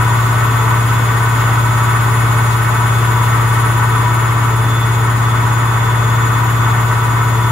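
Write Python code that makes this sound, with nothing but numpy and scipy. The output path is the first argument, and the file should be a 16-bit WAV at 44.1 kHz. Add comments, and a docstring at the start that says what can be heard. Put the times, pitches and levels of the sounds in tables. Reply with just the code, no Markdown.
"""The cabinet of a front-loading washing machine throbs at top spin, heard close to the door.
The unbalanced load forces it once a turn, and a resonance near the seventh harmonic gives a deep hum.
Rolling contact in the worn drum bearing excites the tub and panels, which grind and howl.
Behind these, the belt-driven motor adds the hiss and buzz of its sliding brushes
and the thin, pulsing whine of its commutator."""
import sys
import numpy as np
from scipy import signal
from scipy.fft import rfft, irfft
from scipy.io import wavfile

SR = 44100
rng = np.random.default_rng(int(sys.argv[2]) if len(sys.argv) > 2 else 0)


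def transcribe(signal):
    """Save signal, clipped to [-1, 1], as a 16-bit WAV file at the path in sys.argv[1]."""
    frames = np.atleast_2d(signal).T
    limited = np.clip(frames, -1, 1)
    pcm = np.round(limited * 32767).astype(np.int16)
    wavfile.write(sys.argv[1], SR, pcm)


N = 331191
TIME = np.arange(N) / SR

DRUM_HZ, MOTOR_HZ = 16.5192, 192.56  # rates of rotation
OUTER_RACE_HZ, INNER_RACE_HZ = 59.93, 88.75  # ball-pass frequencies
BOOM_HZ, BOOM_WIDTH_HZ, BOOM_GAIN = 115.4, 4.5, 6  # the cabinet's main resonance
COMMUTATOR_BARS = 18

# Likeness of the sound at the two microphones: f/Hz, correlation
COHERENCE = [(30, -0.5), (150, 0.46), (300, 0.96), (600, 0.65), (1200, 0.5), (2500, 0.3), (5000, -0.05),
             (15000, -0.2)]
# Left minus right: f/Hz, level difference/dB
BALANCE = [(100, 1.9), (400, 1.3), (600, 1), (950, 3.5), (1300, 0.5), (3000, 1.9), (6500, 0), (8600, 5.5),
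           (9500, -4), (11500, -3), (13000, 2), (15500, 3)]
# Commutator harmonics: left level/dB, right level/dB, throb depth, throb phase/turns, half-turn depth
WHINE_TONES = [(-39.2, -37, 0.18, 0.9, 0.23), (-34.5, -41.5, 0.04, 0.77, 0.18), (-41, -36, 0.08, 0.4, 0.22),
               (-38.8, -54, 0.2, 0.56, 0.12)]
# Response of each commutator harmonic to the treble level: slope/(dB per dB)
WHINE_SLOPES = [0.38, 0.62, 1.1, 1.1]
# Random fading of the whine, stronger later on: t/s, depth/dB
WHINE_FADING = [(2.5, -0.1), (4.5, 0.5)]
# Swells and sags of single whine tones: t/s, harmonic number, half-width/s, lift/dB
WHINE_SWELLS = [(2.4, 3, .7, 2.5), (2.97, 1, 0.083, 4.5), (3.22, 1, .1, 3), (3.62, 3, 0.13, 3.2),
                (3.97, 1, .07, 4), (4.2, 3, 0.57, 2.5), (4.77, 1, .15, 8), (5.13, 1, .07, -2),
                (5.333, 1, .07, 6), (5.5, 4, .6, -3), (5.945, 1, 0.26, 5), (6.25, 2, 0.34, 2),
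                (6.354, 1, .05, 2.5), (6.42, 4, .14, 2.5), (6.645, 1, .07, 6.5), (7.48, 1, 0.13, 4.5)]
# Level of the treble, which hiss, buzz and whine follow; it eases after about 4 s: t/s, relative level/dB
TREBLE_LEVEL = [(0, -42.8), (3.6, -43), (4.4, -44.4), (7.5, -44.5)]
# Prominent harmonics of the motor shaft: harmonic number, left level/dB, right level/dB
SHAFT_TONES = [(17, -47.4, -50.6), (19, -59, -57), (20, -43.6, -51), (22, -46.6, -61), (23, -57, -51.6),
               (24, -67, -65), (25, -46.6, -82), (26, -48, -60), (27, -64, -50), (28, -49, -66),
               (32, -51, -73), (33, -54, -60), (34, -45, -47), (35, -63.4, -48), (37, -53, -44.5),
               (38, -46.5, -44.5), (39, -51, -45), (40, -55, -60), (41, -53, -53), (43, -58, -62),
               (44, -45.5, -58), (46, -50.6, -55), (49, -56.6, -50.9), (55, -46, -75), (59, -46, -50.5),
               (62, -59, -47), (63, -62, -64), (64, -47, -57)]
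# Envelope of the other shaft harmonics: f/Hz, level/dB
SHAFT_ENVELOPE = [(2500, -42), (4000, -53), (6000, -59), (9500, -90), (12000, -63), (15500, -59.5)]
# Broadband rush of bearing, air and brushes: f/Hz, spectral density level/dB
RUSH_SPECTRUM = [(20, -70), (50, -78), (100, -55), (200, -63), (350, -55.5), (530, -64.5), (750, -58),
                 (1100, -53.5), (1650, -62.5), (2400, -68.5), (4000, -78), (7000, -80), (9700, -82.5),
                 (15500, -76)]
# Resonances of tub and panels: f/Hz, bandwidth/Hz, lift/dB
PANEL_MODES = [(270.8, 14.7, 7), (442, 27, 8.5), (603.4, 29, 6.5), (969, 95, 5.5), (1170, 30, 8),
               (1314, 32, 10.5), (1477, 59, 12), (1835, 134, 8.5), (1950, 120, 3), (2174, 133, 10),
               (2559, 48, 10), (2990, 230, 3.5), (3400, 600, 7), (7550, 2400, 5)]
# Grinding of the bearing, which its tones, rush and howl follow: t/s, relative level/dB
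GRINDING_LEVEL = [(0, -19), (1.5, -18.5), (4.2, -19.0), (4.8, -21), (5.45, -19), (7.5, -20)]
# Brief flares of the bearing: t/s, grinding lift/dB, howl lift/dB
BEARING_FLARES = [(0.079, 1.5, 5), (0.69, 1, 2), (1.54, 2.5, 1), (1.89, 0, 11), (2.82, 1.5, 7),
                  (3.18, 0, 8), (3.84, 2.5, 0), (4.07, -1, 12.5), (5.89, 1, 3), (6.19, 1.5, 11),
                  (6.43, -0.5, 6.5)]
# Tones of the drum bearing: f/Hz, left level/dB, right level/dB
BEARING_TONES = [(851.9, -34.5, -37.6), (890.3, -36.1, -36.2), (1018.8, -41.0, -37.1),
                 (1051.1, -36.6, -49.5), (1081.4, -34.2, -45.0), (1090.8, -41.4, -37.8),
                 (1121.7, -34.1, -38.3), (1138.6, -35.1, -38.4), (1154.0, -33.8, -29.1),
                 (1165.5, -36.6, -52.1), (1198.5, -43.0, -39.0), (1226.0, -36.8, -39.3),
                 (1242.2, -35.9, -34.8), (1258.3, -40.8, -40.9), (1291.3, -42.6, -45.3),
                 (1301.4, -34.2, -31.4), (1314.9, -38.0, -40.9), (1318.2, -43.1, -33.6),
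                 (1331.0, -34.4, -36.9), (1347.8, -36.1, -40.2), (1419.8, -38.1, -41.7),
                 (1436.7, -37.4, -45.0), (1464.9, -39.5, -40.3), (1497.9, -32.7, -39.5),
                 (1508.7, -33.1, -40.3), (1525.5, -37.8, -34.9), (1763.7, -44.2, -42.0),
                 (1797.3, -40.7, -46.9), (1841.1, -42.9, -40.8), (1857.2, -37.4, -42.1),
                 (1880.1, -44.9, -46.7), (1960.9, -43.3, -44.3), (1968.9, -45.2, -45.7),
                 (2020.8, -44.6, -50.8), (2207.8, -43.3, -54.6), (2218.6, -45.5, -49.5)]
# Low resonances of the sprung tub and the cabinet: f/Hz, bandwidth/Hz
SUSPENSION_MODES = [(24, 3.3), (58, 2.5), (75, 2.4)]
# Slight rise and fall of the hum: t/s, relative level/dB
HUM_LEVEL = [(0, -13), (0.75, -13), (2.35, -13), (3.8, -12.6), (4.4, -13), (5.55, -13), (6.1, -13),
             (6.65, -13.5), (7.5, -13)]
# Cabinet vibration at 1, 2, 3, ... times the drum frequency: level/dB
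HUM_HARMONICS = [-49.7, -39.7, -36, -33.9, -35.1, -29.9, -13.8, -36.9, -31.2, -44, -40, -43, -41, -45, -45,
                 -46, -47, -49, -41, -50, -49, -45, -42, -46, -47, -54, -42, -52, -47]


def amp(db):
    """Amplitude ratio of a level in decibels."""
    return 10 ** (np.asarray(db) / 20)


def unit_rms(x):
    """Normalisation to a mean square of 1."""
    return x / np.sqrt(np.mean(np.abs(x) ** 2) + 1e-20)


def spectrum_at(points, hz):
    """Interpolation of a spectrum on a logarithmic frequency axis."""
    f, value = np.transpose(points)
    return np.interp(np.log(hz + 1), np.log(f + 1), value)


def envelope(table):
    """Amplitude envelope of rms 1 from a curve of level against time."""
    return unit_rms(amp(np.interp(TIME, *np.transpose(table))))


def bump(centre_s, half_s):
    """Gaussian pulse of height 1."""
    return np.exp(-((TIME - centre_s) / half_s) ** 2)


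def wander(cutoff_hz):
    """Random modulation: low-pass noise of rms 1."""
    steps = np.linspace(0, N / SR, 2048)
    hz = np.fft.rfftfreq(len(steps), steps[1])
    slow = irfft(rfft(rng.standard_normal(len(steps))) / (1 + (hz / cutoff_hz) ** 4))
    return np.interp(TIME, steps, unit_rms(slow))


def stereo_phasors(hz):
    """Partial coherence: random left and right phases that agree best in the low midrange."""
    spread = np.sqrt(-2 * np.log(np.clip(spectrum_at(COHERENCE, hz), .01, 1)))
    common = 2 * np.pi * rng.random(len(hz))
    difference = spread * rng.standard_normal(len(hz))
    return np.exp(1j * (common + np.outer([0, 1], difference)))


def stereo_gains(hz):
    """Level difference between the microphones, favouring the left at most frequencies."""
    return amp(np.outer([.5, -.5], spectrum_at(BALANCE, hz)))


def periodic(turns, harmonics, size=8192):
    """Fourier synthesis of a wave that repeats every turn, from complex rms amplitudes."""
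    shape = irfft(np.r_[0, harmonics], size) * size / np.sqrt(2)
    return np.interp(turns % 1 * size, np.arange(size + 1), np.r_[shape, shape[0]])


def throb(drum, depth, phase_turns, half_turn_depth=0):
    """Amplitude modulation at once and twice the drum frequency."""
    angle = 2 * np.pi * (drum - phase_turns)
    return unit_rms(1 + depth * np.cos(angle) + half_turn_depth * np.cos(2 * angle))


def commutator_whine(drum, motor, treble_level, flutter=0.21, flutter_hz=22, doppler_rad=0.13, fade_hz=4.1):
    """Periodic contact of bars and brushes gives four high harmonics, which throb with the drum."""
    out = np.zeros((2, N))
    fade_db = np.interp(TIME, *np.transpose(WHINE_FADING))
    surge = throb(drum, depth=0.38, phase_turns=0.66)  # the swells, too, pulse with the drum
    for k, (left_db, right_db, *throb_shape) in enumerate(WHINE_TONES, 1):
        angle = 2 * np.pi * COMMUTATOR_BARS * k * motor
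        swell_db = sum(db * bump(t, half_s) for t, number, half_s, db in WHINE_SWELLS if number == k)
        size = throb(drum, *throb_shape) * treble_level ** WHINE_SLOPES[k - 1] * amp(swell_db * surge)
        for side, db in enumerate([left_db, right_db]):
            # Doppler effect: the motor rocks towards one microphone and away from the other
            path_rad = side * np.pi / 2 + (2 * side - 1) * doppler_rad * k * np.cos(2 * np.pi * drum)
            tone = np.sin(angle + path_rad + flutter * wander(flutter_hz))
            fade = amp(fade_db * wander(fade_hz))
            flicker = 1 + flutter * wander(flutter_hz)
            out[side] += amp(db) * unit_rms(size * fade * tone * flicker)
    return out


def brush_buzz(drum, motor, treble_level, sway=0.57, half_sway=0.2, shiver=0.56, shiver_hz=17, gain_db=-1.76):
    """Brush chatter repeats each shaft turn: a harmonic series, modulated as the tub rocks."""
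    hz = MOTOR_HZ * np.arange(1, 82)
    heights = amp(spectrum_at(SHAFT_ENVELOPE, hz)) * stereo_gains(hz) * (hz > 2500)
    for number, left_db, right_db in SHAFT_TONES:
        heights[:, round(number) - 1] = amp([left_db, right_db])
    heights[:, COMMUTATOR_BARS - 1::COMMUTATOR_BARS] = 0  # these harmonics belong to the whine
    angle = 2 * np.pi * drum
    weights = [np.ones(N), sway * np.cos(angle), sway * np.sin(angle),
               half_sway * np.cos(2 * angle), shiver * wander(shiver_hz)]
    out = np.zeros((2, N))
    for weight in weights:  # each has its own phases, so interference shifts the timbre
        out += weight * np.array([periodic(motor, h) for h in heights * stereo_phasors(hz)])
    weight_rms = np.sqrt(np.square(weights).sum(0).mean())
    return amp(gain_db) * out / weight_rms * treble_level


def grinding_effort(flare_s=0.026, clump_db=0.66, clump_hz=12):
    """Envelope of the bearing's excitation: a slow course, brief flares and small random clumps."""
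    flare_db = sum(db * bump(t, flare_s) for t, db, _ in BEARING_FLARES)
    return envelope(GRINDING_LEVEL) * amp(flare_db + clump_db * wander(clump_hz))


def rolling_force(drum, rate_hz, cutoff_hz=2600, scatter_db=4):
    """Periodic forcing by a bumpy track: a line spectrum lying above the harmonics of the hum."""
    hz = rate_hz * np.arange(1, 4000 // rate_hz)
    heights = stereo_phasors(hz) * unit_rms(amp(scatter_db * rng.standard_normal(len(hz))))
    heights *= np.sqrt(2 * rate_hz / SR)  # the power density of unit white noise
    band = (hz > len(HUM_HARMONICS) * DRUM_HZ) / (1 + (hz / cutoff_hz) ** 8)
    return np.array([periodic(drum * rate_hz / DRUM_HZ, h) for h in heights * band])


def friction_rush(drum, motor, effort, treble_level, outer_db=-9, inner_db=-6, tub_db=-7, scrape=0.33):
    """Source and filter: bearing roughness and brush friction excite the modes of tub and panels."""
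    hz = np.fft.rfftfreq(N, 1 / SR)
    left, independent = rfft(rng.standard_normal((2, N)))
    coherence = np.clip(spectrum_at(COHERENCE, hz), 0, 1)
    right = coherence * left + np.sqrt(1 - coherence ** 2) * independent
    noise = irfft(np.array([left, right]), N)
    outer = amp(outer_db) * rolling_force(drum, OUTER_RACE_HZ)
    tub = amp(tub_db) * rolling_force(drum, DRUM_HZ)
    inner = amp(inner_db) * rolling_force(drum, INNER_RACE_HZ)
    # the bearing grinds harder as the heavy side of the load comes round
    force = noise + outer + tub + inner * throb(drum, depth=0.34, phase_turns=0.31)
    tub_band = 1 / (1 + (hz / 600) ** 4)  # here the tub booms on its own
    boom = tub_band * rfft(force * throb(drum, depth=0.39, phase_turns=0.8))
    grind = (1 - tub_band) * rfft(force * throb(drum, depth=0.08, phase_turns=0.38) * effort)
    # the brushes scrape in spurts on the high spots of the commutator
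    high_spots = unit_rms(periodic(motor, [.3, 1j, 1, .5j]))
    spurts = unit_rms(np.maximum(1 + scrape * high_spots, 0))
    hiss = rfft(noise * spurts * treble_level * throb(drum, depth=0.081, phase_turns=0.81))
    bearing_band = 1 / (1 + (hz / 2800) ** 6)
    source = bearing_band * (boom + grind) + (1 - bearing_band) * hiss
    modes_db = sum(db / (1 + (2 * (hz - f) / width) ** 2) for f, width, db in PANEL_MODES)
    colour = amp(spectrum_at(RUSH_SPECTRUM, hz) + modes_db)
    return irfft(source * colour * stereo_gains(hz), N) * np.sqrt(SR / 2)


def tub_howl(levels_db=(-27, -33), rough=0.39, rough_hz=9, steepness=3.9, surge_db=1.5, surge_hz=3.6):
    """Resonance: the bearing drives one sharp tub mode, which fades as the grinding eases."""
    carrier = np.exp(2j * np.pi * 11 * INNER_RACE_HZ * TIME)
    roughness = 1 + rough * (wander(rough_hz) + 1j * wander(rough_hz))
    flare_db = sum(db * bump(t, half_s=0.029) for t, _, db in BEARING_FLARES)
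    drive = envelope(GRINDING_LEVEL) ** steepness * amp(flare_db + surge_db * np.tanh(wander(surge_hz)))
    return np.outer(amp(levels_db), unit_rms((roughness * carrier).real * drive))


def bearing_tones(drum, effort, waver=0.22, waver_hz=2.6):
    """Rolling contact on worn races: tones that waver as the balls slip and surge with the load."""
    hz, *levels_db = np.transpose(BEARING_TONES)
    heights = amp(levels_db) * stereo_phasors(hz)
    out = np.zeros((2, N))
    for f, height in zip(hz, heights.T):
        angle = 2 * np.pi * f * drum / DRUM_HZ + waver * wander(waver_hz)
        size = np.sqrt(2) * unit_rms(1 + waver * wander(waver_hz))
        out += np.outer(height, size * np.exp(1j * angle)).real
    return out * effort * throb(drum, depth=0.12, phase_turns=0.36)


def cabinet_hum(drum, scatter_above_hz=175, right_delay_s=.00007, waver_db=0.36, waver_hz=2):
    """Forced vibration: the unbalanced load shakes the cabinet, which booms on the seventh harmonic."""
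    hz = DRUM_HZ * np.arange(1, len(HUM_HARMONICS) + 1)
    # each low resonance delays what lies above it by half a cycle; the boom rings on after each push
    lag_rad = sum(np.pi / 2 + np.arctan(2 * (hz - f) / width) for f, width in SUSPENSION_MODES)
    lag_rad -= np.angle(1 + BOOM_GAIN / (1 + 2j * (hz - BOOM_HZ) / BOOM_WIDTH_HZ))
    # the many panel modes higher up scatter the phases
    phasors = np.where(hz < scatter_above_hz, 1j * np.exp(-1j * lag_rad), stereo_phasors(hz))
    travel = np.exp(-2j * np.pi * np.outer([0, right_delay_s], hz))
    heights = amp(HUM_HARMONICS) * phasors * stereo_gains(hz) * travel
    hum = np.array([periodic(drum, h) for h in heights])
    return hum * envelope(HUM_LEVEL) * amp(waver_db * wander(waver_hz))


def scene(drift=0.000145, drift_hz=0.267, belt_turns=0.0027):
    """Superposition of all sources; drum and motor are angles, in turns, coupled by the belt."""
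    drifting_s = TIME + np.cumsum(drift * wander(drift_hz)) / SR
    drum = DRUM_HZ * drifting_s
    # the load tugs the belt once a turn, so the motor's speed ripples
    motor = MOTOR_HZ * drifting_s + belt_turns * np.sin(2 * np.pi * drum)
    effort, treble_level = grinding_effort(), envelope(TREBLE_LEVEL)
    body = cabinet_hum(drum) + bearing_tones(drum, effort) + tub_howl()
    rush = friction_rush(drum, motor, effort, treble_level)
    return body + rush + brush_buzz(drum, motor, treble_level) + commutator_whine(drum, motor, treble_level)


def record(dry, cutoff_hz=15750):
    """Band limiting by a steep linear-phase low-pass filter."""
    lowpass = signal.firwin(1023, cutoff_hz, window=("kaiser", 9), fs=SR)
    return signal.oaconvolve(dry, lowpass[None], "same")


dry = scene()
out = record(dry)
transcribe(out)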